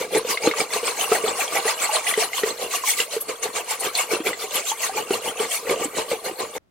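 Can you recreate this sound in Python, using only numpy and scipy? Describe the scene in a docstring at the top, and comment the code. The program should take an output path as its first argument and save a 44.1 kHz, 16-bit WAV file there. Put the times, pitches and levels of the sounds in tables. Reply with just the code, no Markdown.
"""A wooden churning stick is rolled between the palms in a clay pot of curd, about seven strokes a second.
Each stroke heaves the curd (slosh), folds air in (gurgle), throws drops (splash) and tears the froth
(spray): four layers of ringing bubbles over a liquid rush. Now and then a big air pocket gulps, a lone
bubble plips or the froth spits. The hollow of the pot colours the churning and the gulps; behind it all
sit a short room echo and a faint bed of air."""
import sys
import numpy as np
from scipy import signal
from scipy.fft import rfft, irfft
from scipy.io import wavfile
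from scipy.ndimage import uniform_filter1d, map_coordinates

SR = 44100
rng = np.random.default_rng(int(sys.argv[2]) if len(sys.argv) > 2 else 0)


def dump_mix(stems):
    """Bounce the given channels to the path in sys.argv[1] as a 16-bit WAV at rate SR."""
    frames = np.atleast_2d(stems).T  # one column per channel
    limited = np.clip(frames, -1, 1)  # hard clip at full scale
    pcm = np.round(limited * 32767).astype(np.int16)
    wavfile.write(sys.argv[1], SR, pcm)


N = 295470
TIME = np.arange(N) / SR
AGE = np.arange(SR // 10) / SR   # seconds into one short event
EARS = np.array([[1], [-1]])   # left, right

# strokes of the stick: peak_s, strength_db, paddle_depth (0 skimming, 1 buried)
STICK_STROKES = [(0.012, -31.5, 0.79), (0.156, -26.5, 0.81), (0.308, -25.5, 0.58), (0.457, -26.5, 0.75),
                 (0.597, -26.5, 0.64), (0.752, -27, 0.53), (0.878, -27, 0.55), (1.019, -26, 0.38),
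                 (1.146, -26, 0.55), (1.285, -28.5, 0.67), (1.415, -27, 0.4), (1.563, -27, 0.6),
                 (1.691, -26, 0.42), (1.836, -25.5, 0.29), (1.954, -24.5, 0.41), (2.095, -25, 0.28),
                 (2.215, -24, 0.47), (2.378, -28.5, 0.36), (2.479, -29, 0.69), (2.628, -31.5, 0.75),
                 (2.748, -27, 0.37), (2.895, -23, 0.0), (2.995, -26, 0.29), (3.13, -30.5, 0.5),
                 (3.287, -32.5, 0.72), (3.436, -30, 0.74), (3.565, -28, 0.55), (3.711, -28.5, 0.39),
                 (3.849, -28, 0.62), (3.991, -24, 0.33), (4.126, -26, 0.75), (4.27, -27, 0.7),
                 (4.423, -32.5, 0.54), (4.566, -25.5, 0.44), (4.693, -29, 0), (4.842, -27, 0.34),
                 (4.981, -30, 0.73), (5.138, -29, 0.7), (5.273, -29.5, 0.68), (5.419, -28, 0.67),
                 (5.541, -27.5, 0), (5.711, -29, 0.9), (5.817, -32, 0.79), (5.984, -28.5, 0.74),
                 (6.113, -31.5, 0.73), (6.259, -32, 0.75), (6.401, -31.5, 0.8), (6.555, -37.5, 0.85)]
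# attack of the strokes, short where the palms jerk: time_s, base_rise_s
STROKE_ATTACK = [(0.1, 0.025), (1.3, 0.041), (2.9, 0.032), (3.3, 0.0053), (3.9, 0.032), (4.25, 0.015),
                 (4.5, 0.036), (5.8, 0.034), (6.3, 0.012)]
# what a stroke stirs up, one row each for slosh, gurgle, splash and spray:
# skimming_db, buried_db (both against the stroke), swirl_db, brevity (shortens rise and fall), lag_s
LAYER_MIX = [(-28, 12.5, -46, 1.26, 0.0062), (-4.5, 3.5, -43.5, 1.34, 0.006),
             (-0.5, -0.3, -48.5, 1.397, 0.0019), (3.5, -3.5, -44, 1.49, 0)]
# level ride on the gurgle, as more or less air is folded in: time_s, gain_db
FOLDED_AIR = [(0.0, -3.5), (1.7, 3), (2.9, -5.5), (3.4, 0.5), (4.7, -2.5), (6.55, 0.5)]
# level ride on the swirl between strokes, up as the curd gathers speed: time_s, gain_db
SWIRL_RIDE = [(0.7, -6.5), (1.1, 8), (2.1, -2.5), (2.6, -1)]
# air pockets that close behind the paddle: start_s, pitch_hz, peak_db
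AIR_POCKETS = [(0.148, 428, -11), (0.157, 340, -12), (0.17, 368, -11.5), (0.248, 493, -17.5),
               (0.471, 480, -7), (.473, 297, -4.5), (0.513, 437, -18), (0.602, 430, -19.5),
               (0.76, 450, -17.5), (0.83, 453, -19.5), (1.116, 413, -7), (1.202, 436, -26),
               (1.238, 415, -13), (1.653, 435, -16.5), (2.175, 422, -10.5), (2.434, 406, -9),
               (2.491, 445, -25), (2.999, 454, -18), (3.164, 430, -15.5), (3.293, 447, -18),
               (3.866, 406, -15.5), (4.133, 350, -11.5), (4.202, 302, -16.5), (4.264, 390, -15.5),
               (4.438, 406, -22.5), (4.98, 497, -22), (5.106, 370, -9), (5.399, 410, -12.5),
               (5.71, 380, -12), (5.854, 280, -20.5), (6.116, 519, -11.5), (6.13, 438, -17),
               (6.311, 350, -24)]
# lone bubbles and drops: start_s, pitch_hz, level_db
LONE_BUBBLES = [(0.373, 2110, -13), (0.436, 2290, -17), (0.512, 2160, -11), (0.537, 1167, -17.5),
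                (0.604, 2280, -13.5), (0.736, 4230, -14.5), (1.12, 1320, -13), (1.121, 726, -11.5),
                (1.295, 767, -27), (1.479, 3250, -19.5), (1.572, 2230, -11.5), (1.679, 1920, -13),
                (1.892, 850, -14.5), (1.967, 1047, -16.5), (2.068, 2000, -13.5), (2.139, 2000, -13.5),
                (2.332, 2100, -16.5), (2.434, 1920, -15.5), (2.738, 1140, -17.5), (2.837, 1040, -18),
                (3.002, 2810, -7), (3.952, 4260, -10), (4.269, 2290, -11.5), (4.331, 2010, -16.5),
                (4.717, 894, -16.5), (4.894, 770, -19), (4.979, 854, -15.5), (5.142, 4290, -15.5),
                (5.696, 2200, -15.5)]
# patches of froth that burst in a soft spit: peak_s, pitch_hz, level_db
FROTH_BURSTS = [(0.18, 9700, -25), (3.216, 11500, -24.5), (3.435, 6530, -24.5), (3.807, 9400, -24),
                (5.846, 7900, -24)]
# resonances and dips of the pot's hollow: centre_hz, width_hz, gain_db
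POT_RESONANCES = [(317, 29, 5), (452, 84, 11), (1168, 61, 8), (1747, 150, -11.5), (2257, 140, 3.5),
                  (2824, 170, 4.5), (3750, 100, -19.5), (4420, 350, 5.5), (4655, 160, -15.5),
                  (5540, 250, -10.5)]
# tone of the moving curd: frequency_hz, gain_db
CURD_TONE = [(30, -16), (200, -8.5), (320, -14), (500, 0), (800, -1.5), (1400, -2.5), (2200, 1.5),
             (4000, 1), (6000, -3), (9000, 0.5), (16000, -8.5)]
# how alike the two ears are: frequency_hz, likeness (0 wide, 1 mono)
EAR_LIKENESS = [(500, 0.96), (1300, 0.38), (2200, 0.97), (6000, 0)]
# pan of the moving curd: frequency_hz, lean_db (up on the left, down on the right)
LEFT_LEAN = [(480, 0.57), (630, -3.5), (1000, 1), (7300, -0.4), (10000, 1.46)]


def from_db(db):
    return 10 ** (np.asarray(db) / 20)


def unit_rms(x):
    return x / np.sqrt(np.mean(x ** 2) + 1e-20)


def at_hz(points, hz):
    """Read a curve on a log-frequency axis."""
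    known_hz, values = np.transpose(points)
    return np.interp(np.log(np.maximum(hz, 1)), np.log(known_hz), values)


def at_time(points, s):
    return np.interp(s, *np.transpose(points))


def add(out, sound, start_s=0):
    start = int(max(start_s, 0) * SR)
    out[..., start:start + sound.shape[-1]] += sound[..., :max(N - start, 0)]


def band(x, low_hz, high_hz, order=2):
    edges_hz = [low_hz, min(high_hz, .45 * SR)]
    return signal.sosfilt(signal.butter(order, edges_hz, "band", fs=SR, output="sos"), x)


def puff(low_hz, high_hz, order=2):
    """A short piece of band noise, different in each ear; rms 1."""
    return unit_rms(band(rng.standard_normal((2, len(AGE))), low_hz, high_hz, order))


def quiet_air():
    """A steady bed of dark noise; rms 1."""
    return unit_rms(signal.lfilter([1], [1, -.97], rng.standard_normal((2, N))))


def echoes(x, t60_s, first_s, low_hz, high_hz, block=4096):
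    """A dense scatter of reflections, different for each ear and changing as curd and hands move."""
    out, age = np.zeros((2, N)), np.arange(block) / SR
    padded = np.hstack([band(x, low_hz, high_hz, order=1), out])
    decay = np.exp(-np.log(1000) * age / t60_s) * (age > first_s)
    for i in range(0, N, block // 2):
        tail = rng.standard_normal((2, block)) * decay / np.linalg.norm(decay)
        send = np.sqrt(np.hanning(block)) * padded[:, i:i + block]
        add(out, signal.fftconvolve(send, tail, axes=1), i / SR)
    return out


def pot(x):
    """The hollow rings at its resonances and swallows the pitches between them."""
    for hz, width_hz, gain_db in POT_RESONANCES:
        damp, turn = np.pi * width_hz / SR, -2 * np.cos(2 * np.pi * hz / SR)
        lift = damp * from_db(gain_db)
        x = signal.lfilter([1 + lift, turn, 1 - lift], [1 + damp, turn, 1 - damp], x + 1e-18)
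    return x


def spits(swell_s=0.0097, spread=0.052):
    """A patch of like-sized froth bubbles bursts in one short, narrow puff."""
    out = np.zeros((2, N))
    swell = np.exp(-((AGE - AGE.mean()) / swell_s) ** 2)
    for peak_s, hz, level_db in FROTH_BURSTS:
        fizz = puff(hz - hz * spread, hz + hz * spread, order=1)
        add(out, from_db(level_db) * swell * fizz, peak_s - AGE.mean())
    return out


def bubble(hz, t60_s, glide):
    """A dying sine that swells over its first cycle and bends up as the bubble nears the surface."""
    age = np.arange(int(t60_s * SR) + 2) / SR
    envelope = (1 - np.exp(-2 * hz * age)) * np.exp(-np.log(1000) * age / t60_s)
    return envelope * np.sin(2 * np.pi * hz * age * (1 + glide * age / t60_s / 2))


def plips(cycles=62, snap_db=-14, snap_s=0.011, snap_ratio=1.9):
    """The film snaps, and the bubble under it rings for a few dozen cycles."""
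    out = np.zeros((2, N))
    for start_s, hz, level_db in LONE_BUBBLES:
        snap = puff(hz / snap_ratio, hz * snap_ratio) * np.exp(-AGE / snap_s)
        add(out, from_db(level_db + snap_db) * snap, start_s)
        add(out, from_db(level_db) * bubble(hz, cycles / hz, glide=0.03), start_s)
    return out


def gulps(slap_db=-12, slap_s=0.007, ragged=0.5):
    """A closing air pocket slaps raggedly and rings upwards; the bigger it is, the more it thuds."""
    out = np.zeros(N)
    biggest_db = max(db for *_, db in AIR_POCKETS)
    for start_s, hz, peak_db in AIR_POCKETS:
        slap, sputter = puff(450, 3200)[0], puff(40, 250)[0]
        pocket = from_db(slap_db) * unit_rms(slap * np.exp(ragged * sputter)) * np.exp(-AGE / slap_s)
        add(pocket, bubble(hz, t60_s=0.04 * rng.uniform(.75, 1.33), glide=0.17))
        thud_db = -3 + 0.45 * (peak_db - biggest_db)
        add(pocket, from_db(thud_db) * bubble(hz=255, t60_s=0.02, glide=0))
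        gulp = pot(band(pocket, 150, SR, order=3))
        add(out, from_db(peak_db) * gulp / np.abs(gulp).max(), start_s)
    return out


def liquid_rush():
    """The smooth rush of liquid, widest in the high treble; rms 1."""
    mid, side = rfft(rng.standard_normal((2, N)))
    alike = np.clip(at_hz(EAR_LIKENESS, np.arange(len(mid)) * SR / N), 0, 1)
    return unit_rms(irfft(np.sqrt(1 + alike) * mid + np.sqrt(1 - alike) * side * EARS, N))


def swarm(low_hz, high_hz, cycles, glide, spread_db, clump_db, count, clumps_per_s=45):
    """Bubbles at random moments and places in the pot, in clumps of like size; stereo, rms 1."""
    out = np.zeros((2, N))
    jitter, pitch, strength, life, place = rng.random((5, count))
    start_s = (np.arange(count) + jitter) / count * N / SR
    hz = low_hz * (high_hz / low_hz) ** pitch
    t60_s = cycles * (.5 + life) / hz
    clump_map = rng.uniform(-3.03, 1, size=(count, 8))   # loud and soft patches over time and pitch
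    clump = map_coordinates(clump_map, [start_s * clumps_per_s, pitch * 7], order=1, mode="mirror")
    gain = from_db(spread_db * strength ** 2 + clump_db * clump)
    # short waves reach the two ears with unrelated strengths
    apart = np.arccos(np.clip(at_hz(EAR_LIKENESS, hz), 0, 1)) / 2
    ear_gains = gain * np.cos(2 * np.pi * place + EARS * apart)
    for k in range(count):
        add(out, ear_gains[:, k, None] * bubble(hz[k], t60_s[k], glide), start_s[k])
    return unit_rms(out)


def liquid(bubbles, rush, rush_db, low_hz, high_hz, leveller_s=0.048):
    """Bubbles over a rush, in one band, heard out of the pot and held at an even level of 1."""
    hz = np.linspace(1, SR / 2, N // 2 + 1)
    rolloff = np.sqrt((1 + (low_hz / hz) ** 10) * (1 + (hz / high_hz) ** 10))
    colour = from_db(at_hz(CURD_TONE, hz) + EARS * at_hz(LEFT_LEAN, hz)) / rolloff
    grains, smooth = (unit_rms(irfft(rfft(x) * colour, N)) for x in (bubbles, rush))
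    sound = pot(grains + from_db(rush_db) * smooth)
    # the paddle sets the energy; chance only deals it among the bubbles
    power = uniform_filter1d(np.mean(sound ** 2, axis=0), int(leveller_s * SR))
    return sound / np.sqrt(uniform_filter1d(power, int(leveller_s * SR / 2)) + 1e-12)


def squelch(x, start_hz=640, width_hz=180, ring_db=3, lead_strokes=0.4, scatter_octaves=0.16):
    """The cavity behind the paddle shrinks through each stroke: its resonance sweeps up an octave."""
    peaks_s, *_ = np.transpose(STICK_STROKES)
    stroke, progress = np.divmod(np.interp(TIME, peaks_s, np.arange(len(peaks_s))) + lead_strokes, 1)
    detune = scatter_octaves * rng.standard_normal(len(peaks_s))
    hz = start_hz * 2 ** (progress + detune[stroke.astype(int)])
    turn, damp = np.exp(2j * np.pi * np.cumsum(hz) / SR), np.pi * width_hz / SR
    ring = turn * signal.lfilter([damp], [1, damp - 1], x / turn)
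    return unit_rms(x + from_db(ring_db) * ring.real)


def stroke_envelopes(base_fall_s=0.033, wash_db=-21, wash_s=0.09, squareness=0.95):
    """Strokes swell and ebb over the swirl; a buried paddle heaves curd, a skimming one tears froth."""
    t = np.linspace(0, N / SR, N // 40)
    skimming_db, buried_db, swirl_db, brevity, lag_s = np.transpose(LAYER_MIX)[:, :, None]
    power = 0
    for stroke_s, strength_db, depth in STICK_STROKES:
        levels_db = strength_db + skimming_db + (buried_db - skimming_db) * np.clip(depth, 0, 1)
        levels_db[1] += at_time(FOLDED_AIR, stroke_s)   # gurgle only
        peak_s = stroke_s + lag_s
        slope_s = np.where(t < peak_s, at_time(STROKE_ATTACK, stroke_s), base_fall_s)
        from_peak = np.minimum((np.abs(t - peak_s) / slope_s) ** squareness, 20)
        power = power + (from_db(levels_db) / np.cosh(brevity * from_peak)) ** 2
    # a soft wash spreads to both sides of each stroke
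    wash = from_db(wash_db) ** 2 * uniform_filter1d(power, int(wash_s / t[1]), axis=1)
    swirl = from_db(swirl_db + at_time(SWIRL_RIDE, t)) ** 2
    return [np.interp(TIME, t, np.sqrt(layer)) for layer in power + wash + swirl]


def churning():
    """Four sizes of bubble, from fat pockets to froth, all driven by the strokes."""
    heave, fold, throw, tear = stroke_envelopes()
    rush = liquid_rush()
    fat = swarm(267, 529, cycles=4.6, glide=0.24, spread_db=2.5, clump_db=0, count=1100)
    slosh = liquid(fat, rush, rush_db=-11.5, low_hz=26, high_hz=580)
    medium = swarm(560, 1754, cycles=36.7, glide=0.25, spread_db=9, clump_db=1.5, count=1700)
    gurgle = liquid(medium, rush, rush_db=-4.5, low_hz=673, high_hz=1840)
    small = swarm(1618, 6060, cycles=66, glide=0.04, spread_db=4, clump_db=8, count=4800)
    splash = liquid(small, rush, rush_db=-5.5, low_hz=1780, high_hz=6770)
    froth = swarm(5316, 16000, cycles=120, glide=0.02, spread_db=3, clump_db=6.5, count=16000)
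    spray = liquid(froth, rush, rush_db=-7, low_hz=5960, high_hz=18500)
    return heave * slosh + fold * squelch(gurgle) + throw * splash + tear * spray


def scene(stop_s=6.582, fade_s=0.0013):
    """The pot of curd in a small room; it stops short and leaves the quiet air."""
    curd = churning() + gulps() + plips() + spits()
    # the treble bounces about inside the pot before it gets out
    curd = curd + from_db(-4) * echoes(curd, t60_s=.06, first_s=.0004, low_hz=3600, high_hz=18000)
    room = from_db(-13) * echoes(curd, t60_s=.1, first_s=.004, low_hz=500, high_hz=4500)
    gate = np.clip((stop_s - TIME) / fade_s, 0, 1)
    return gate * (curd + room) + from_db(-65) * quiet_air()


def record(dry, cutoff_hz=15900):
    """A steep high cut on the whole mix."""
    return signal.sosfilt(signal.ellip(12, .1, 80, cutoff_hz, fs=SR, output="sos"), dry)


dry = scene()
out = record(dry)
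dump_mix(out)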